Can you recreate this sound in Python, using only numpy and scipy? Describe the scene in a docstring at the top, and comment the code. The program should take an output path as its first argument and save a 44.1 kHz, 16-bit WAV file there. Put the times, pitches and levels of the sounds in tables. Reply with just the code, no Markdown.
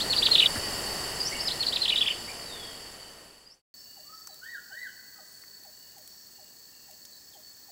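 """A close bird's chatter of quick rises, held notes and falls is cut off abruptly, echo and all; then
the same song comes again and runs on into chips, over pulsing insect wings, far birds, woody knocks, a
wide hiss of air and a faint hum. This open forest fades to silence. Then a quieter wood cuts in: a
trilling cricket chorus, two arched whistles that ring among the trees, a far bird's repeated low hoot,
and small ticks on leaves."""
import sys
import numpy as np
from scipy import signal
from scipy.fft import rfft, irfft, next_fast_len
from scipy.io import wavfile
from scipy.ndimage import uniform_filter1d

SR = 44100
rng = np.random.default_rng(int(sys.argv[2]) if len(sys.argv) > 2 else 0)


def int16_out(signal):
    """Quantize to a 16-bit WAV file."""
    q = np.round(np.clip(np.atleast_2d(signal).T, -1, 1) * 32767)
    wavfile.write(sys.argv[1], SR, q.astype(np.int16))


N = 340011
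TIME = np.arange(N) / SR
FADE_START_S, FADE_END_S, QUIET_START_S = 0.58, 3.62, 3.74  # open forest levels are set before the fade


def from_db(db):
    """Decibels to gain."""
    return 10 ** (np.asarray(db) / 20)


def unit_rms(x):
    """Scale to unit rms."""
    return x / np.sqrt(np.mean(x ** 2) + 1e-20)


def add(out, start_s, sound):
    """Mix a sound in at a time; what falls outside is dropped."""
    at = int(start_s * SR)
    if -len(sound) < at < N:
        out[max(at, 0):at + len(sound)] += sound[max(-at, 0):N - at]


def coloured(gain_at):
    """Steady noise of unit rms whose spectrum follows a function of frequency."""
    size = next_fast_len(N)
    hz = np.maximum(np.fft.rfftfreq(size, 1 / SR), 1)
    return unit_rms(irfft(rfft(rng.standard_normal(size)) * gain_at(hz), size)[:N])


def bandpass(x, low_hz, high_hz):
    """Keep one band, with soft edges."""
    return signal.sosfilt(signal.butter(2, [low_hz, high_hz], "band", fs=SR, output="sos"), x)


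def drift(per_s):
    """A random wander of unit spread."""
    knots = rng.standard_normal(4000)
    return np.interp(TIME * per_s, np.arange(len(knots)), knots) / np.sqrt(2 / 3)


def pulsing(per_s, depth, unevenness=0.136):
    """Loudness of wing strokes at a wandering rate."""
    strokes = np.cumsum(per_s * (1 + unevenness * drift(per_s / 2))) / SR
    return unit_rms(1 + depth * np.sin(2 * np.pi * strokes))


def trees(x, t60, wet_db):
    """Sound scattered by many trunks: a dense tail that builds up and dies away."""
    t = TIME[:2 * SR]
    tail = rng.standard_normal(len(t)) * from_db(-60 * t / t60) * (1 - np.exp(-t / 0.0057))
    return from_db(wet_db) * signal.fftconvolve(x, tail / np.linalg.norm(tail))[:N]


def glides(rows, spread, rasp, flutter_db=3.5, overrun=.17, rasp_per_s=900):
    """Notes that glide through three pitches; rasp shakes the pitch, a small spread sharpens the swell."""
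    out = np.zeros(N)
    for start, length, start_hz, middle_hz, end_hz, db in rows:
        size = int(length * (1 + 2 * overrun) * SR)
        share = np.linspace(-overrun, 1 + overrun, size)  # the faint ends overrun the glide
        shake = np.interp(TIME[:size] * rasp_per_s, np.arange(600), rng.standard_normal(600))
        parabola = np.polyfit([0, .5, 1], [start_hz, middle_hz, end_hz], 2)
        hz = np.polyval(parabola, share) * (1 + rasp * shake)
        flutter = from_db(flutter_db * np.interp(share, np.linspace(0, 1, 10), rng.standard_normal(10)))
        swell = np.exp(-.5 * ((share - .5) / spread) ** 2) * signal.windows.tukey(size, .25)
        tone = np.sqrt(2) * np.sin(2 * np.pi * np.cumsum(hz) / SR)
        add(out, start - overrun * length, from_db(db) * swell * flutter * tone)
    return out


def slur(contour, length, top_hz, harmonic=1):
    """One partial of a call that follows a contour of pitch and loudness."""
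    points, pitch, db = np.transpose(contour)
    share = np.linspace(0, 1, int(length * SR))
    hz = uniform_filter1d(top_hz * np.interp(share, points, pitch), size=350)
    envelope = from_db(np.interp(share, points, db)) * signal.windows.tukey(len(share), .1)
    return np.sqrt(2) * envelope * np.sin(harmonic * 2 * np.pi * np.cumsum(hz) / SR)


# The air bed of each place. Each row: frequency in Hz, relative spectral level in dB.
OPEN_AIR = [(25, -1.5), (50, -6.5), (100, -1.5), (220, -1.5), (430, 0.5), (800, -1.5), (1400, -6),
            (2400, -9.5), (3900, -12), (6500, -15), (9000, -14.5), (12000, -17.5), (15800, -19.5)]
QUIET_AIR = [(25, -11), (70, 1.5), (250, 2), (600, -1.5), (1200, -5.5), (2300, -9.5), (3500, -7.5),
             (5000, 4), (7000, 0.5), (8600, -7.5), (10500, -7.5), (13000, -4.5), (15600, 2.5)]


def air(spectrum):
    """The smooth hiss of air and foliage."""
    points, db = np.transpose(spectrum)
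    return coloured(lambda hz: from_db(np.interp(np.log(hz), np.log(points), db)))


# The insect bed of each place. Each row: centre in Hz, width in Hz, level in dB, pulses per second,
# pulse depth from 0 to 1.
OPEN_INSECTS = [(1880, 220, -47.5, 49, 0), (2930, 340, -46.5, 53, 0), (4464, 69, -43, 79, 0.3),
                (4605, 120, -39.5, 76, 0.2), (5020, 750, -44.5, 60, 0.3), (6200, 64, -55, 19, .2),
                (8130, 240, -49.5, 16, 0.2), (7480, 1100, -47, 33, 0.1), (10300, 1100, -48, 34, 0.1),
                (12400, 80, -62.5, 36, .2)]
QUIET_INSECTS = [(1787, 220, -70, 25, 0.13), (4446, 214, -59, 24, 0.22), (4446, 18, -62, 21, 0.2),
                 (4390, 14, -69.5, 25, 0.5), (6600, 300, -68.5, 30, .2), (7710, 540, -62.5, 30, 0.13),
                 (15250, 810, -59.5, 31, 0.3)]


def chorus(insects, skirt=1.7):
    """Many insects of one kind blur into a narrow pulsing band around their wing resonance."""
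    out = np.zeros(N)
    for centre_hz, width_hz, db, per_s, depth in insects:
        band = coloured(lambda hz: (1 + ((hz - centre_hz) / (width_hz * 0.89)) ** 2) ** -skirt)
        out += from_db(db) * band * pulsing(per_s, depth)
    return out


# Thin buzzes. Each row: start in seconds, length in seconds, centre in Hz, width in Hz, level in dB.
BUZZES = [(0.458, .17, 9630, 1300, -45.5), (3.748, 0.15, 5320, 40, -57), (3.7, .5, 2860, 70, -68.5),
          (4.055, .24, 5100, 30, -66), (4.08, 0.23, 5500, 60, -62), (5.2, 0.28, 9150, 700, -65),
          (5.68, 0.35, 2883, 50, -70), (6.013, .33, 5580, 300, -60), (7.1, .3, 5230, 400, -65),
          (6.26, 0.36, 2840, 60, -72), (6.6, .5, 2770, 130, -71)]


def buzzes():
    """Insects buzz briefly: narrow bands of noise that swell and stop."""
    out = np.zeros(N)
    for start, length, hz, width_hz, db in BUZZES:
        size = int(length * SR)
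        band = bandpass(rng.standard_normal(SR), hz - width_hz / 2, hz + width_hz / 2)
        add(out, start, from_db(db) * unit_rms(band[-size:]) * signal.windows.tukey(size, .8))
    return out


def chirping_cricket(hz=7260, length=.032, per_s=9.6, db=-47.5, uneven_s=.006, uneven_db=1.0):
    """A cricket gives short high chirps at a loose beat."""
    beats = np.arange(0, FADE_END_S, 1 / per_s)
    chirps = [(beat + uneven_s * late, length, hz, hz, hz, db + uneven_db * loud)
              for beat, (late, loud) in zip(beats, rng.standard_normal((100, 2)))]
    return glides(chirps, spread=0.44, rasp=.012)


# Bouts of rasping. Each row: start in seconds, end in seconds.
RASP_BOUTS = [(.48, 2.47), (2.6, 2.91)]


def rasping_insect(per_s=54, stroke_s=.011, glide_hz=(5350, 5065, 4780), db=-40.5, uneven_s=.002):
    """A fast train of short wing strokes, each falling in pitch."""
    beats = np.concatenate([np.arange(start, end, 1 / per_s) for start, end in RASP_BOUTS])
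    jitter = uneven_s * rng.standard_normal(400)
    strokes = [(beat + late, stroke_s, *glide_hz, db) for beat, late in zip(beats, jitter)]
    return glides(strokes, spread=.3, rasp=.025)


# A nearer cricket's trill, dying away. Each row: time in seconds, pitch in Hz, level in dB.
TRILL = [(3.74, 4500, -55.5), (4.2, 4540, -52.5), (4.55, 4510, -59), (4.9, 4460, -59), (5.5, 4475, -57),
         (7.7, 4550, -79)]


def trilling_cricket(per_s=29.0, depth=0.63, waver_hz=8.35):
    """One cricket's wings pulse a tone of slightly unsteady pitch."""
    times, hz, db = np.transpose(TRILL)
    phase = 2 * np.pi * np.cumsum(np.interp(TIME, times, hz) + waver_hz * drift(90)) / SR
    return np.sqrt(2) * from_db(np.interp(TIME, times, db)) * np.sin(phase) * pulsing(per_s, depth)


# The clearest ticks on leaves. Each row: start in seconds, peak in dB before the low cut.
TICKS = [(4.2722, -29.5), (4.3432, -36), (5.6361, -35), (5.982, -34), (6.076, -31.5), (6.4442, -37),
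         (6.9112, -36), (7.0513, -32.5)]


def leaf_ticks(faint_db=-44, t60=0.018, low_cut_hz=5000):
    """Dry bright ticks on leaves: a few clear ones among many faint ones."""
    out, t = np.zeros(N), TIME[:SR // 20]
    faint = zip(rng.uniform(QUIET_START_S, TIME[-1], size=100), faint_db + rng.uniform(-7, 2, size=100))
    for start, db in list(TICKS) + list(faint):
        crack = rng.standard_normal(len(t)) * from_db(-60 * t / t60)
        add(out, start, from_db(db) * crack / np.abs(crack).max())
    return signal.sosfilt(signal.butter(1, low_cut_hz, "high", fs=SR, output="sos"), out)


# Woody knocks. Each row: start in seconds, pitch in Hz, peak in dB before the boost, t60 in seconds.
KNOCKS = [(0.285, 1300, -27.5, 0.036), (0.555, 261, -33.5, 0.033), (.558, 1600, -29.5, 0.095),
          (.57, 89.5, -34.5, .1), (4.272, 1300, -49, 0.02), (4.272, 6430, -34.5, 0.02),
          (5.436, 1620, -47, .02), (7.052, 6000, -40.5, 0.068)]


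def knocks(boost_db=3):
    """Twigs and branches give short, broad, damped rings."""
    out, t = np.zeros(N), TIME[:SR // 4]
    for start, hz, db, t60 in KNOCKS:
        burst = rng.standard_normal(len(t)) * from_db(-60 * t / t60)
        ring = bandpass(burst, hz * 0.79, hz * 1.2)
        add(out, start, from_db(db + boost_db) * ring / np.abs(ring).max())
    return out


# Birds deep in the wood. Each row: start in seconds, length in seconds, first pitch in Hz,
# last pitch in Hz, level in dB before the dry and wet gains.
FAR_NOTES = [(1.314, .026, 1894, 2234, -34.5), (1.348, 0.014, 2710, 2940, -32),
             (2.28, 0.033, 2140, 2430, -37.5), (2.475, .29, 3900, 3245, -34), (2.85, .38, 3095, 2995, -44),
             (4.06, 0.13, 1175, 1312, -53.5), (4.277, 0.0658, 4300, 3955, -59.5),
             (5.151, 0.07, 1300, 1220, -62.5), (7.101, 0.072, 4360, 3960, -61),
             (7.315, .046, 4400, 3080, -61)]


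def far_birds(bend=.8):
    """Slurs that level off, blurred by the trees; bend is the share of the glide done halfway."""
    slurs = [(start, length, first_hz, first_hz + bend * (last_hz - first_hz), last_hz, db)
             for start, length, first_hz, last_hz, db in FAR_NOTES]
    song = glides(slurs, spread=.38, rasp=.016)
    return from_db(-3.5) * song + trees(song, t60=0.12, wet_db=-4.5) + trees(song, t60=1.3, wet_db=-7.5)


# Distant low hoots. Each row: start in seconds, level in dB.
HOOTS = [(3.967, -57), (4.288, -56.5), (4.703, -57.5), (5.182, -56.5), (5.647, -56), (5.963, -56),
         (6.383, -57.5), (6.883, -58), (7.35, -56.5), (7.682, -56.5)]
# One hoot's contour. Each row: share of its length, ratio to top pitch, gain in dB.
HOOT_CONTOUR = [(0, 1, -5), (.12, 0.96, -1.5), (.25, 0.93, 0.5), (.4, 0.744, -5.5), (.55, .725, -8),
                (.75, 0.73, -4.5), (1, 0.72, -16)]


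def hooting_bird(length=0.0615, top_hz=845):
    """Each call drops quickly in pitch, then holds and trails off among the trees."""
    song = np.zeros(N)
    for start, db in HOOTS:
        add(song, start, from_db(db) * slur(HOOT_CONTOUR, length, top_hz))
    return song + trees(song, t60=0.96, wet_db=-10)


# Arched whistles. Each row: start in seconds, length in seconds, top pitch in Hz, level in dB.
WHISTLES = [(4.411, .18, 2005, -45), (4.705, .195, 2065, -43)]
# One whistle's contour. Each row: share of its length, ratio to top pitch, gain in dB.
WHISTLE_CONTOUR = [(0, .7, -13), (.15, .76, 2.5), (.26, .89, -2), (.38, 0.93, 1), (.53, 0.98, -6),
                   (.68, 0.95, 0.5), (.78, .83, 3), (.88, .73, -1), (1, 0.703, -7)]


def whistling_bird(octave_db=-18.5, throat_hz=(2960, 3900), width_hz=280, ragged_db=3.5):
    """Whistles ring on in the wood; two throat resonances pass the octave at their low ends and tops."""
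    song, octave = np.zeros(N), np.zeros(N)
    for start, length, top_hz, db in WHISTLES:
        add(song, start, from_db(db) * slur(WHISTLE_CONTOUR, length, top_hz))
        add(octave, start, from_db(db + octave_db) * slur(WHISTLE_CONTOUR, length, top_hz, harmonic=2))
    throat = sum(signal.lfilter(*signal.iirpeak(hz, hz / width_hz, SR), octave) for hz in throat_hz)
    song *= from_db(ragged_db * drift(110))
    song += trees(throat * from_db(3.7 * drift(160)), t60=0.061, wet_db=4.0)
    return song + trees(song, t60=2.4, wet_db=-8.5) + trees(song, t60=0.31, wet_db=-2.5)


# The close bird's four kinds of note. Each row: start in seconds into the song, length in seconds,
# top pitch in Hz, level in dB.
RISES = [(0.197, .03, 5270, -25.5), (0.305, .031, 4310, -21.5), (0.48, 0.02, 4610, -16.5),
         (.523, .028, 3944, -17.5), (0.633, .016, 4110, -17.5), (0.68, .015, 3810, -13.5),
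         (0.773, .026, 3910, -14), (.858, 0.0215, 3300, -16)]
FALLS = [(0.274, 0.021, 5360, -18.5), (0.426, .016, 4480, -20), (0.466, .011, 4950, -15.5),
         (0.557, 0.019, 4690, -14.5), (0.649, .016, 4370, -14), (0.696, .015, 4220, -10),
         (0.76, 0.0094, 3965, -10), (.877, .015, 3770, -9.5)]
HOLDS = [(.002, .028, 4854, -22), (0.246, .037, 5140, -25), (0.401, .027, 4365, -19),
         (.614, 0.019, 4227, -15.5)]
CHIPS = [(.72, .032, 3070, -13.5), (.809, .031, 3570, -8.5), (.901, .03, 3170, -15)]
# One chip's arched contour. Each row: share of its length, ratio to top pitch, gain in dB.
CHIP_CONTOUR = [(0, .66, -17.5), (.17, .9, -6), (.36, 1.01, 1.5), (.52, .9, -4.5), (.7, .74, -13.5),
                (1, .62, -24)]
# A raspy upswing. One row: start in seconds into the song, length in seconds, then first, middle and
# last pitch in Hz.
UPSWING = (.034, .054, 4780, 5280, 5950)


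def chatter(start, sung_s, upswing_db=-24.5):
    """One song, as far as it gets: an upswing, quick rises, held notes and falls, chips near the end."""
    rise_hz, fall_hz_per_s = 1396, 122000
    rise_bend, fall_bend = .88, .37  # share of the glide done halfway through
    sag = .02  # share of a held pitch lost at both ends
    rises = [(start + at, length, hz - rise_hz, hz - rise_hz * (1 - rise_bend), hz, db)
             for at, length, hz, db in RISES if at < sung_s]
    falls = [(start + at, length, hz, hz - fall_bend * fall_hz_per_s * length,
              hz - fall_hz_per_s * length, db) for at, length, hz, db in FALLS if at < sung_s]
    holds = [(start + at, length, hz * (1 - sag), hz, hz * (1 - sag), db)
             for at, length, hz, db in HOLDS if at < sung_s]
    song = glides([(start + UPSWING[0], *UPSWING[1:], upswing_db)], spread=.36, rasp=0.037)
    song += glides(rises, spread=0.26, rasp=0.014)
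    song += glides(falls, spread=0.27, rasp=.016)
    song += glides(holds, spread=0.31, rasp=.013)
    for at, length, top_hz, db in CHIPS:
        if at < sung_s:
            add(song, start + at, from_db(db) * slur(CHIP_CONTOUR, length, top_hz))
    return song


# The same song, cued three times. Each row: start in seconds, how far it gets in seconds, gain in dB.
SONGS = [(-.303, .768, -3), (1.197, 1, -4.5), (3.459, .15, -4)]
# Early echoes from ground and trunks. Each row: delay in seconds, gain in dB.
ECHOES = [(.00165, -19.5), (.0026, -15), (.0045, -11.5), (.0069, -14), (0.0101, -15.5)]


def close_bird(cut_at_s=.474, cut_ramp_s=.003, reopen_s=1):
    """Quick sweeps beat against their own early echoes; the first song is cut off, echo and all."""
    song = sum(from_db(db) * chatter(start, sung_s) for start, sung_s, db in SONGS)
    echoes = sum(from_db(db) * np.interp(TIME - delay, TIME, song, left=0) for delay, db in ECHOES)
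    ring = trees(song, t60=0.17, wet_db=-9) + trees(song, t60=.8, wet_db=-16.5)
    gate = np.clip((cut_at_s - TIME) / cut_ramp_s + .5, 0, 1) + (TIME > reopen_s)
    return gate * (song + echoes + ring)


def scene():
    """The open forest fades to silence; a moment later the quiet wood cuts in."""
    fade = np.clip((FADE_END_S - TIME) / (FADE_END_S - FADE_START_S), 0, 1) ** 0.96
    cut_in = TIME > QUIET_START_S
    hum = from_db(-51) * np.sin(2 * np.pi * 50 * TIME)
    open_forest = from_db(-36.5 + .5 * drift(6.5)) * air(OPEN_AIR) + chorus(OPEN_INSECTS) + hum
    quiet_wood = from_db(-53 + 0.2 * drift(11)) * air(QUIET_AIR) + chorus(QUIET_INSECTS)
    quiet_wood += leaf_ticks() + trilling_cricket() + whistling_bird() + hooting_bird()
    in_both = far_birds() + knocks() + buzzes()
    open_forest += close_bird() + chirping_cricket() + rasping_insect()
    return fade * (open_forest + in_both) + cut_in * (quiet_wood + in_both)


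def record(dry, cutoff_hz=15750):
    """One channel with the top cut steeply."""
    return signal.sosfilt(signal.ellip(12, .1, 80, cutoff_hz, fs=SR, output="sos"), dry)[None]


dry = scene()
out = record(dry)
int16_out(out)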